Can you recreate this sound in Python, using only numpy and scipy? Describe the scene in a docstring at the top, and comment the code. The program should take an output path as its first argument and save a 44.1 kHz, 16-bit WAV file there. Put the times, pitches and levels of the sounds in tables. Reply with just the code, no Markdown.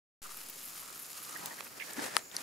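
"""Outdoors, meat sizzles on hot ash: random fat bursts come in spurts, fine bubbles fizz as narrow-band
grains, and juice sputters as short low rings, over shaped noise for the open air and a thin hiss.
The sizzle wavers and dips as a hand-held phone moves. Dry ticks are short filtered noise; fingers rub
the case as dense grains and swelling brushes. One knock, stronger on the left, and a small sharp click
ring damped modes."""
import sys
import numpy as np
from scipy import signal
from scipy.fft import rfft, irfft
from scipy.io import wavfile

SR = 44100
rng = np.random.default_rng(int(sys.argv[2]) if len(sys.argv) > 2 else 0)


def persist_wave(psi):
    """Save psi, clipped to +-1, as 16-bit WAV."""
    counts = np.round(np.clip(psi, -1, 1) * 32767).astype(np.int16)
    wavfile.write(sys.argv[1], SR, np.atleast_2d(counts).T)


N = 107118


def undb(db):
    """Level law: decibels to amplitude gain."""
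    return 10 ** (np.asarray(db) / 20)


def unit(x):
    """Power normalisation: scale to rms 1."""
    return x / np.sqrt(np.mean(x ** 2) + 1e-20)


def clock():
    """Sampling: the time of every sample in seconds."""
    return np.arange(N) / SR


def curve(points):
    """Envelope: gain interpolated in decibels along (time_s, level_db) points."""
    times, levels = np.array(points).T
    return undb(np.interp(clock(), times, levels))


def pan(db):
    """Level-difference panning at constant power; positive dB favours the left."""
    db = np.atleast_1d(db)
    gains = undb(np.array([db, -db]) / 2)
    return gains / np.sqrt(np.mean(gains ** 2, axis=0))


def walk(hz):
    """Random modulation: lines joining hz Gaussian values per second, rms 1."""
    values = rng.standard_normal(4096)
    return unit(np.interp(clock() * hz, np.arange(4096), values))


def log_bins():
    """Logarithmic pitch: octave position of every spectrum bin."""
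    return np.log2(np.maximum(np.arange(N // 2 + 1) * SR / N, 1))


def colour(x, points):
    """Spectral shaping: filter along (frequency_hz, level_db) points, then set rms 1."""
    hz, db = np.array(points).T
    gain = undb(np.interp(log_bins(), np.log2(hz), db))
    return unit(irfft(rfft(x) * gain, N))


def band(x, hz, octaves):
    """Band-pass filtering: one zero-phase peak with steep skirts, rms 1."""
    offset = (log_bins() - np.log2(hz)) / octaves
    return unit(irfft(rfft(x) / (1 + .5 * offset ** 2) ** 2, N))


def noise(width):
    """Mid-side stereo noise; width is the ratio of side to mid."""
    mid, side = rng.standard_normal((2, N))
    return np.array([mid + width * side, mid - width * side])


def grains(per_s, spread_db, pan_db):
    """Shot noise: random impulses, each with its own size, sign and direction."""
    size, place, sign = rng.standard_normal((3, N))
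    fires = rng.random(N) < per_s / SR
    gain = undb(spread_db * np.minimum(size, 2.7))  # limits the rare giants
    return fires * np.sign(sign) * gain * pan(pan_db * place)


def decay(start, t60):
    """Exponential damping: sudden start, then a 60 dB fall in t60 seconds."""
    age = clock() - start
    return (age >= 0) * np.exp(-np.log(1000) * np.maximum(age, 0) / t60)


BURSTS_PER_S, BURST_SPREAD_DB, BURST_PAN_DB = 7500, 6.5, 5.5
SPURT_HZ, SPURT_DB = 220, 1.67
# Burst level as the phone moves: time_s, level_db
SIZZLE_LEVEL = [(.22, -50.5), (.4, -50.5), (.66, -50), (.85, -50), (1.08, -50.5), (1.18, -48), (1.38, -51),
                (1.55, -51), (1.75, -57.5), (1.9, -54), (2.1, -52), (2.26, -70), (2.42, -48.5)]
# Relative burst spectrum: frequency_hz, level_db
SIZZLE = [(300, -25), (900, -6), (2000, -3), (2800, -0.5), (3500, -2), (4100, -0.5), (5800, -0.5),
          (7000, -1), (8200, 0), (9500, 0), (10800, -0.5), (13000, -4.5), (15500, -9)]


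def sizzle():
    """Modulated shot noise: tiny bursts of fat and steam, bunched in quick spurts."""
    bursts = grains(BURSTS_PER_S, BURST_SPREAD_DB, BURST_PAN_DB)
    spurts = undb(SPURT_DB * walk(SPURT_HZ))
    return colour(bursts * spurts, SIZZLE) * curve(SIZZLE_LEVEL)


FIZZ_PER_S, FIZZ_SPREAD_DB, FIZZ_PAN_DB = 3200, 6.5, 6
FIZZ_SPURT_HZ, FIZZ_SPURT_DB, SURGE_HZ, SURGE_DB = 139, 3.5, 40.03, 2.3
# Finest bubbles by size: ring_hz, width_octaves, relative level_db
FIZZ = [(10770, 0.17, -2.5), (13000, 0.17, -2.5)]
# Fizz level: time_s, level_db
FIZZ_LEVEL = [(.22, -58), (.4, -52.5), (.56, -56.5), (.65, -47.5), (.73, -52), (.78, -52), (.87, -56.5),
              (.97, -54), (1.05, -54), (1.2, -52.5), (1.5, -57), (1.75, -63), (1.9, -57), (2.25, -72),
              (2.42, -59)]


def fizz():
    """Bubble resonance: the finest bubbles ring high, in quick clusters and slower surges."""
    spurts_db = FIZZ_SPURT_DB * np.minimum(walk(FIZZ_SPURT_HZ), 2)
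    surges_db = SURGE_DB * walk(SURGE_HZ)
    clusters = undb(spurts_db + surges_db)
    bubbles = 0
    for hz, octaves, db in FIZZ:
        bursts = grains(FIZZ_PER_S, FIZZ_SPREAD_DB, FIZZ_PAN_DB) * clusters
        bubbles = bubbles + undb(db) * band(bursts, hz, octaves)
    return bubbles * curve(FIZZ_LEVEL)


SPUTTER_HZ, SPUTTER_T60_S, SPUTTERS_PER_S = 1262, 0.013, 450
# Level of the sputtering juice: time_s, level_db
SPUTTER_LEVEL = [(.22, -61), (.26, -51.5), (.36, -62), (.6, -68.5), (.9, -55), (1.06, -65), (1.3, -54.5),
                 (1.5, -60.5), (1.7, -64.5), (2.42, -76)]


def sputter():
    """Impulse response: each larger bubble of juice excites a brief low ring."""
    ring = decay(0, SPUTTER_T60_S) * np.sin(2 * np.pi * SPUTTER_HZ * clock())
    bubbles = grains(SPUTTERS_PER_S, spread_db=3, pan_db=12.5)
    ringing = signal.fftconvolve(bubbles, ring[None], axes=1)[:, :N]
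    return band(ringing, SPUTTER_HZ, octaves=1.0) * curve(SPUTTER_LEVEL)


AIR_DB, AIR_WIDTH = -54.5, 0.75  # mean level, side-to-mid ratio
HISS_HZ, HISS_OCTAVES = 7020, 0.12
# Relative spectrum of the open air: frequency_hz, level_db
AIR = [(25, -9), (65, -9), (110, -2.5), (170, -0.5), (280, -1), (550, -3.5), (1300, -8.5), (1900, -8.5),
       (2500, -5.5), (3500, -18), (4800, -4), (8500, -14.5), (11000, -9.5), (15500, -8.5)]
# Thin hiss level as the phone turns: time_s, level_db
HISS_LEVEL = [(.22, -60.5), (1.4, -58), (1.75, -69), (2.05, -61), (2.26, -56.5), (2.42, -63)]


def background():
    """Filtered broadband noise: quiet open air, and a narrow band as a thin hiss."""
    air = colour(noise(AIR_WIDTH), AIR) * undb(AIR_DB + 0.56 * walk(8.87))
    hiss = band(noise(width=0.24), HISS_HZ, HISS_OCTAVES)
    return air + hiss * curve(HISS_LEVEL)


TICK_CRACK = 4.5  # first impulse relative to the noise of the tail
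# Small pops and ticks: start_s, level_db, centre_hz, width_octaves, t60_s, pan_db
TICKS = [(.4866, -33, 11000, 1.5, .005, 1), (.499, -30, 15200, .12, .006, 0),
         (.978, -37.5, 12000, 0.53, 0.0073, 1), (1.309, -38.5, 10200, .12, .008, -4),
         (1.459, -21, 11000, 1.2, 0.0032, -1), (1.607, -31.5, 1500, 1.53, .016, -5),
         (1.6685, -40.5, 1390, .9, .018, -4), (1.8, -33, 2250, 0.48, 0.011, -16),
         (1.9075, -38, 12000, .3, .006, -11), (1.934, -34, 9000, 0.87, 0.013, -11),
         (1.9929, -32, 700, 0.83, .012, 1), (2.13, -43, 1500, 0.48, .008, 8),
         (2.3148, -41.5, 2900, .8, .01, 9)]


def ticks():
    """Transient excitation: a one-sample crack and a rapidly damped noise tail."""
    out = 0
    for start, db, hz, octaves, t60, pan_db in TICKS:
        tail = decay(start, t60)
        crack = np.arange(N) == np.argmax(tail)
        pop = band(noise(width=0.41) * tail + TICK_CRACK * crack, hz, octaves)
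        energy = np.sqrt(np.mean(tail ** 2))  # a longer tail carries more energy
        out = out + pop * energy * undb(db) * pan(pan_db)
    return out


GRIP_GRAINS_PER_S, GRIP_SPREAD_DB, GRIP_PAN_DB = 9000, 3, 13
# Level of the grip sliding over the phone: time_s, level_db
GRIP_LEVEL = [(1.15, -60.5), (1.35, -50), (1.46, -47.5), (1.56, -54), (1.76, -55.5), (1.85, -49),
              (1.965, -49), (1.985, -39), (2.045, -41), (2.09, -46), (2.18, -43), (2.235, -60),
              (2.3, -60.5), (2.335, -48), (2.42, -49)]
# Relative spectrum of the sliding: frequency_hz, level_db
GRIP = [(30, -27), (90, -18), (160, -6), (260, -2), (550, -3.5), (1200, -6), (1800, -2.5), (2600, -9),
        (3600, -11), (4200, -9), (6000, -11), (10000, -13), (15500, -32)]
# Soft brushes of skin on the case: start_s, length_s, level_db, centre_hz, width_octaves, pan_db
BRUSHES = [(1.351, 0.023, -41.5, 1770, 0.17, -5), (1.35, .17, -62, 166, 0.52, -1),
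           (1.39, .17, -51.5, 900, 0.31, 0), (1.447, .033, -47.5, 4900, 1.35, 3),
           (1.492, 0.042, -51, 1850, 0.1, 3), (1.574, 0.04, -49.5, 1850, 0.44, -8),
           (1.795, 0.048, -41.5, 2230, 0.3, -5.5), (1.817, 0.084, -49.5, 5540, 1.4, -20),
           (1.825, 0.38, -53.5, 1750, 0.088, 1), (1.971, .038, -39, 280, .4, 0),
           (1.974, .04, -45.5, 1760, 0.34, -1), (2.004, 0.09, -46.5, 7800, 0.95, 5),
           (1.992, .11, -48.5, 403, 0.93, 8), (2.172, .017, -41.5, 8300, .5, -3)]


def handling():
    """Friction noise: skin slides in fine uneven slips, with short brushes that swell and fade."""
    slips = grains(GRIP_GRAINS_PER_S, GRIP_SPREAD_DB, GRIP_PAN_DB)
    unevenness = undb(2.4 * walk(110))
    out = colour(slips * unevenness, GRIP) * curve(GRIP_LEVEL)
    for start, length, db, hz, octaves, pan_db in BRUSHES:
        swell = np.sin(np.pi * np.clip((clock() - start) / length, 0, 1))
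        slips = grains(GRIP_GRAINS_PER_S, GRIP_SPREAD_DB, GRIP_PAN_DB)
        out = out + band(slips, hz, octaves) * swell * undb(db) * pan(pan_db)
    return out


KNOCK_S, CLICK_S = 2.1667, 2.3657  # start times
CONTACT_S = 0.00012  # build-up of the ring
CASE_LOW_HZ = 348  # the knock and click hold little below this
# Case modes under the knock: frequency_hz, level_db, t60_s, pan_db
KNOCK = [(946, -14, 0.0063, 3.5), (1290, -15.5, 0.015, 6.5), (1800, -15.5, 0.01, 5.5),
         (3150, -9.5, 0.0033, 15), (4100, -20, 0.01, 4), (4900, -11.5, 0.004, 21),
         (9000, -11.5, 0.0027, 2.5), (10940, -15, 0.0026, 16), (14000, -19, 0.0013, 13)]
# Modes of the small click: frequency_hz, level_db, t60_s, pan_db
CLICK = [(1900, -42, 0.016, 5), (4320, -26, 0.013, 4), (4860, -25, 0.01, 5), (5880, -22.5, .011, 2),
         (10830, -23, 0.0079, -4.5)]


def strike(start, modes):
    """Modal superposition: a tap rings the heavily damped modes of the case."""
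    age = np.maximum(clock() - start, 0)
    rings = 0
    for k, (hz, db, t60, pan_db) in enumerate(modes):
        ring = decay(start, t60) * np.sin(2 * np.pi * hz * age)
        rings = rings + (-1) ** k * undb(db) * pan(pan_db) * ring  # alternate polarity
    contact = np.minimum(age / CONTACT_S, 1)
    low_cut = signal.butter(2, CASE_LOW_HZ, "high", fs=SR, output="sos")
    return signal.sosfilt(low_cut, rings * contact)


SIZZLE_PAN_DB = 0.8


def scene():
    """Linear superposition of the meat, the open air and the hand on the phone."""
    meat = (sizzle() + fizz()) * pan(SIZZLE_PAN_DB) + sputter()
    touches = ticks() + handling() + strike(KNOCK_S, KNOCK) + strike(CLICK_S, CLICK)
    return meat + background() + touches


START_S, TOP_HZ = .2185, 15600  # end of the silence, upper band limit
BIAS_DB, BIAS_T60_S = -50, 1.57
WIDE_HZ, WIDE_OCTAVES, WIDE_DB = 950, 0.88, 6


def record(dry):
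    """Mid-side widening in the midrange, opening after silence, settling bias and low-pass filtering."""
    offset = (log_bins() - np.log2(WIDE_HZ)) / WIDE_OCTAVES
    lift = undb(WIDE_DB * np.exp(-.5 * offset ** 2))
    mid = dry.mean(axis=0)
    side = irfft(rfft(dry[0] - dry[1]) * lift, N) / 2
    opened = np.array([mid + side, mid - side]) * (clock() >= START_S)
    bias = undb(BIAS_DB) * decay(START_S, BIAS_T60_S)
    top_cut = signal.ellip(10, .2, 80, TOP_HZ, fs=SR, output="sos")
    return signal.sosfilt(top_cut, opened - bias)


dry = scene()
out = record(dry)
persist_wave(out)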